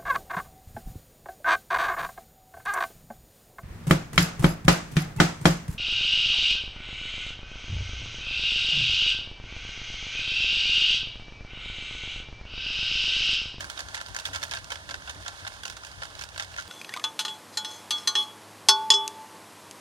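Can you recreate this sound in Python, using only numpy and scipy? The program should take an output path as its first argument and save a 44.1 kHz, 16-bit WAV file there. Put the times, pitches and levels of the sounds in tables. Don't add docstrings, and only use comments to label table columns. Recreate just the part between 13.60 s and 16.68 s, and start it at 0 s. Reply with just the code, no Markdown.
import sys
import numpy as np
from scipy import signal
from scipy.fft import rfft, irfft
from scipy.io import wavfile
from scipy.ndimage import uniform_filter1d

SR = 44100
rng = np.random.default_rng(int(sys.argv[2]) if len(sys.argv) > 2 else 0)


def bounce(signal):
    frames = np.transpose(np.atleast_2d(signal))
    limited = np.clip(frames, -1, 1)
    pcm = np.round(limited * 32767).astype(np.int16)
    wavfile.write(sys.argv[1], SR, pcm)


def ratio(d):
    e = np.asarray(d, float) / 20
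    return 10 ** e


N = 135828
F = np.arange(N // 2 + 1) * SR / N + 1e-3

# frequency in Hz, gain in dB.
PANEL_COLOUR = [(250, -38.5), (500, -24.5), (1150, -18), (1400, -2), (2500, -8.5), (3400, -3.5),
                (7000, -9.5), (16000, -25.5)]


def unit(x):
    return x / np.sqrt(np.mean(x ** 2))


def shape(points):
    p = np.array(points, float)
    return ratio(np.interp(np.log(F), np.log(p[:, 0]), p[:, 1]))


def colour(x, points):
    cepstrum = irfft(np.log(shape(points)), N)
    cepstrum[1:N // 2] *= 2
    cepstrum[N // 2 + 1:] = 0
    return irfft(rfft(x) * np.exp(rfft(cepstrum)), N)


def walk(rate):
    k = int(SR / rate)
    steps = np.repeat(rng.standard_normal(N // k + 1), k)
    return unit(uniform_filter1d(uniform_filter1d(steps, k), k)[:N])


def fade(t, t60):
    return np.exp(-np.log(1000) * t / np.maximum(t60, .002))


def panel_ring(t, t60, pick):
    hz = 500 * 20 ** pick[:, :1]
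    gain = ratio(10 * (pick[::-1, 1:2] - .5)) * np.sqrt(hz / 2000)
    decay = fade(t, 0.94 * t60 * (.5 + pick[:, 2:]) * np.sqrt(2000 / hz))
    return (gain * np.sin(2 * np.pi * (hz * t + pick[:, 1:2])) * decay).sum(axis=0) / 4


def box_thud(t, t60, pick):
    # mode frequency in Hz, level in dB.
    box_modes = [(570, -0.5), (665, 1), (830, -1.5), (965, -1), (1090, 0), (1340, -7.5), (1570, -10)]
    hz, db = np.array(box_modes, float).T[:, :, None]
    hz = hz * (1 + .06 * (pick[:7, 2:] - .5))
    return (ratio(db) * np.sin(2 * np.pi * (hz * t + pick[:7, :1])) * fade(t, 2.17 * t60)).sum(axis=0)


def impact(t, bright_db, ms, thud_db):
    t60, bits = ms / 1000, rng.standard_normal(128)
    noise, pick = rng.standard_normal((2, len(t))), rng.random((28, 3))
    crumble = ratio(4.5 * np.interp(t, np.arange(128) * 0.00287, bits))
    x = noise[0] * fade(t, t60)
    x = x + crumble * ratio(-10) * noise[1] * fade(t, 3.83 * t60)
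    x = x + ratio(-2) * panel_ring(t, t60, pick)
    x = x + ratio(-10 + thud_db) * box_thud(t, t60, pick)
    x = x * np.minimum(1000 * t / 1.6, 1)
    x = x + ratio(-4.5) * noise[1, ::-1] * fade(t, 0.0054)
    tilt_db = bright_db + 13.5
    dull = signal.lfilter(*signal.butter(1, 2620, fs=SR), x)
    edge_hz = min(10200 * np.exp(0.46 * tilt_db), .45 * SR)
    bright = signal.lfilter(*signal.butter(1, edge_hz, fs=SR), x - dull)
    return dull + ratio(tilt_db) * bright


def blows():
    # start in seconds, peak in dB, brightness in dB, decay in ms, thud in dB.
    clods = [(0.0054, -22.5, -12, 46, -4), (0.0982, -29, -6, 41, -1.5), (0.1745, -25.5, -15, 39, -1),
             (0.1909, -25, -10, 45, 3), (0.344, -22, -12.5, 42, -2.5), (0.3744, -26, -16, 83, -4),
             (0.5634, -21.5, -10, 34, 0.5), (0.6525, -28.5, -2, 58, -0.5), (0.7314, -34.5, -2, 52, 0),
             (0.7465, -23.5, -13.5, 68, 2), (0.7577, -25, -7.5, 53, 6), (0.828, -24, -6.5, 48, 3),
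             (0.9105, -28, -7.5, 66, 1), (0.9356, -20.5, -13.5, 44, 1.5), (0.9697, -24, -15, 38, 0.5),
             (1.1026, -26.5, -11, 57, 5), (1.1182, -19.5, -13, 29, 3.5), (1.29, -27.5, -14.5, 47, 3.5),
             (1.3084, -20.5, -14.5, 33, 1), (1.4745, -26, -22, 74, -2.5), (1.495, -20.5, -13, 28.5, -0.5),
             (1.6606, -28.5, -15, 87, 4), (1.6796, -19.5, -13, 27, -1.5), (1.8485, -24.5, -19, 34, -1),
             (1.8666, -23, -18, 34, 2), (2.0528, -22.5, -11, 40, 1), (2.4184, -23, -22, 48, 2),
             (2.6102, -30, -9.5, 66, 2.5), (2.7961, -20, -13.5, 60, -2), (2.9822, -21, -16.5, 42, -3)]
    # start in seconds, peak in dB, brightness
    # in dB.
    stones = [(0.0274, -26, -18), (0.0427, -24.5, -10), (0.204, -20.5, -11), (0.285, -27, -13),
              (0.3674, -23, -14), (0.403, -31, -10), (0.412, -20.5, -12.5), (0.4613, -26.5, -12.5),
              (0.4841, -37, -1), (0.5462, -26.5, -6.5), (0.5542, -24, -19), (0.587, -27, -9),
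              (0.598, -23, -8.5), (0.6858, -23, -32), (0.8184, -26.5, -13), (0.8504, -23, -23),
              (0.9208, -18, -25), (0.9493, -37.5, 2), (0.9557, -20, -16), (1.043, -34.5, -4),
              (1.145, -35, -10), (1.1561, -19, -16), (1.171, -30, -15), (1.3416, -19, -14.5),
              (1.5073, -33, -5.5), (1.65, -36, -10), (1.6964, -30, -20), (1.7749, -37, -10.5),
              (1.8747, -24.5, -7), (1.9372, -39.5, -3),
              (1.9195, -27, -20), (2.0333, -25, -9.5), (2.079, -25.5, -8.5), (2.0986, -31.5, -2.5),
                   (2.123, -31, -10), (2.167, -26, -11), (2.2348, -26, -15), (2.2479, -23.5, -12),
                   (2.2671, -31, -11), (2.315, -33.5, -9), (2.433, -21, -13), (2.453, -25, -13),
                   (2.501, -32, -15), (2.5514, -31.5, -7), (2.592, -24.5, -9.5), (2.6214, -31, -3.5),
                   (2.6371, -28.5, -6.5), (2.652, -39, -14), (2.6885, -33, -6.5), (2.7604, -24, -17),
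                   (2.7776, -21, -8), (2.8228, -24.5, -7.5), (2.8454, -31, -8), (2.94, -26.5, -18),
                   (2.9632, -25, -12), (2.9984, -35.5, 0), (3.009, -35.5, -2.5), (3.022, -39, 1),
              (0.663, -23, -12), (0.672, -29, -8), (0.7407, -26, -9), (0.7644, -22, -18), (0.8354, -21, -4),
              (0.881, -36, -10), (0.894, -36, -6), (0.927, -22, -15), (0.964, -34, -8), (1.1085, -25, -17),
              (1.1229, -16, -16), (1.1375, -41, -11), (1.298, -27.5, -14), (1.42, -31, -15),
              (1.465, -39, -16), (1.4838, -27, -29), (1.489, -34, -18), (1.515, -40, -9), (1.5467, -36, -7),
              (1.6097, -37, -11), (1.832, -45, -18), (2.064, -29, -13), (2.13, -38, -12),
              (2.4227, -28, -12), (2.806, -25, -11), (2.8733, -42, -10), (2.9228, -42, -11),
              (2.976, -25.5, -11), (2.992, -24, -13), (0.5883, -27.5, -7)]
    small = [tuple(row) + (17.1, 0) for row in stones]
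    hits, t = np.zeros(N + 8192), np.arange(8192) / SR
    for start_s, peak_db, bright_db, ms, thud_db in clods + small:
        i = int(start_s * SR)
        hits[i:i + 8192] += ratio(peak_db) * impact(t, bright_db, ms, thud_db)
    return hits[:N]


def rattle(t):
    # time in seconds, level in dB.
    beater_load = [(0.0, -48.5), (0.5, -49.5), (3.08, -51)]
    # frequency in Hz, gain in dB.
    spray_colour = [(250, -20.5), (600, -4.5), (1150, -2.5), (1400, 3), (2500, -6), (3400, 0),
                    (9500, -10.5), (16000, -26.5)]
    turn_hz, turn_start_s, turn_depth_db = 6.2, 0.015, 7
    load_db = np.interp(t, *np.array(beater_load).T)
    angle = 2 * np.pi * turn_hz * (t - turn_start_s)
    swell = ratio(load_db + turn_depth_db * (2 * ((1 + np.cos(angle)) / 2) ** 2.25 - 1.5))
    clicks = (rng.random(N) < 1800 / SR) * ratio(2 * rng.exponential(size=N))
    envelope = signal.lfilter([1], [1, -fade(1 / SR, 0.0094)], clicks)
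    links = unit(colour(envelope * rng.standard_normal(N), PANEL_COLOUR)) * swell * ratio(1.5)
    spray = unit(colour(rng.standard_normal(N), spray_colour))
    return links + spray * ratio(load_db + 5 + 0.72 * walk(8.24))


def engine():
    # resonance in Hz, width in Hz, level in dB.
    pipe_modes = [(61, 15, -15), (87.4, 11.4, 8.5), (135, 11, -16), (283, 36, -7.5), (387, 12, -48),
                  (579, 60, -11.5), (638.6, 20, -7)]
    # time in seconds, level in dB.
    engine_level = [(0.0, -48), (0.08, -50), (0.13, -61), (0.17, -52.5), (0.61, -59.5), (0.64, -66),
                    (0.69, -50.5), (1.53, -59.5), (1.57, -47.5), (1.79, -64), (1.83, -52), (1.89, -62.5),
                    (2.59, -55), (2.63, -68), (2.75, -56.5), (2.8, -58), (3.04, -59), (3.08, -68)]
    firing_hz = 91.3
    phase = np.cumsum(firing_hz * (1 + 0.01214 * walk(3)) / SR)
    k = phase.astype(int)
    cylinder_db = np.resize([1.0, -16.0, -8.0, -8, -1.0, -18.0], N // 100)
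    strength = ratio(rng.standard_normal(N // 100) + cylinder_db)
    pulses = np.diff(k, prepend=0) * strength[k] + 0.048 * rng.standard_normal(N)
    body = sum(ratio(db) / (1 + 1j * (F - hz * hz / F) / w) for hz, w, db in pipe_modes)
    engine_db = np.interp(np.arange(N) / SR, *np.array(engine_level).T)
    return unit(irfft(rfft(pulses) * body, N)) * ratio(engine_db - 0.5)


def wind(t):
    # frequency in Hz, gain in dB.
    rumble = [(20, -29), (35, -13), (60, 3), (90, 0.5), (150, -10.5), (250, -16), (500, -21), (2000, -62.5)]
    # time in seconds, rise in dB, length in seconds, place from 0 (left) to 1 (right).
    buffets = [(0.05, 3.5, 0.081, 0.83), (0.508, 10.5, 0.03, 0.088), (0.64, -12, 0.018, 0.91),
               (0.692, -2, 0.021, 0.83), (1.58, 10.5, 0.068, 0.74), (1.88, 11, 0.017, 0),
               (2.1, 12.5, 0.017, 0), (2.4, 2, .04, 0.068), (2.75, 4, 0.021, .5), (1.382, 3, 0.027, 0.65),
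               (0.928, 5.5, 0.038, 0.58), (1.05, 4, 0.033, 0.18)]
    ports, shared = [], rng.standard_normal(N)
    for port, port_db in enumerate((-51, -53)):
        gust_db = 3 * walk(9)
        for start_s, rise_db, length_s, place in buffets:
            nearness = np.clip(2 - 2 * abs(place - port), 0, 1)
            gust_db = gust_db + rise_db * nearness * np.exp(-((t - start_s) / length_s) ** 2)
        air = shared + rng.standard_normal(N)
        ports.append(unit(colour(air * ratio(gust_db), rumble)) * ratio(port_db))
    return np.array(ports)


def dips(notches):
    gains = [1 - np.clip(depth, 0, .95) / (1 + ((F - hz) / w) ** 2) for hz, w, depth in notches]
    return np.prod(gains, axis=0)


def through_ports(sound):
    # frequency in Hz, width in Hz, depth from 0 to 1.
    case_dips = [(4080, 76, 0.48), (7820, 146, 0.71), (9500, 480, 0), (11870, 710, 0.71), (14550, 520, 0.4)]
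    # frequency in Hz, width in Hz, depth from 0 to 1.
    hand_dips = [(2172, 117, 1), (3900, 140, 0.1), (5060, 100, 0.2), (6400, 440, 1), (8400, 630, 0.6),
                 (10100, 1430, 0.87)]
    # frequency in Hz, gain in dB.
    shade = [(100, 3.5), (1000, 3.5), (1350, -1), (1750, 3.5), (2600, -3.5), (3300, -31.5), (8000, -13.5),
             (11000, -26.5)]
    # frequency in Hz, phase in radians.
    shade_phase = [(0, 0), (1000, -.95), (1250, -2.1), (1650, -1.9), (1980, -3.15), (2450, -3.1),
                   (2700, -4.7), (16000, -20)]
    case = dips(case_dips) * (F < 16900)
    right = rfft(sound) * case
    stray = rfft(sound * walk(300)) * case
    high = 1 / (1 + (2900 / F) ** 8)
    lag = np.exp(1j * np.interp(F, *np.array(shade_phase).T))
    left = right * lag + (high * ratio(8.5) + ratio(-11)) * stray
    left = left * dips(hand_dips) * shape(shade)
    return np.array([irfft(left, N), irfft(right, N)])


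def scene():
    t = np.arange(N) / SR
    machine = colour(blows(), PANEL_COLOUR) * ratio(-1) * 2 + rattle(t) + engine()
    hiss = ratio(-84) * rng.standard_normal((2, N))
    return through_ports(machine) + wind(t) + hiss


def roll_off(x):
    return signal.sosfilt(signal.butter(12, 16960, fs=SR, output="sos"), x)


def record(dry):
    low_pass = signal.ellip(8, .2, 32, 15850, fs=SR, output="sos")
    mix = signal.sosfilt(low_pass, dry)
    return roll_off(mix)


dry = scene()
out = record(dry)
bounce(out)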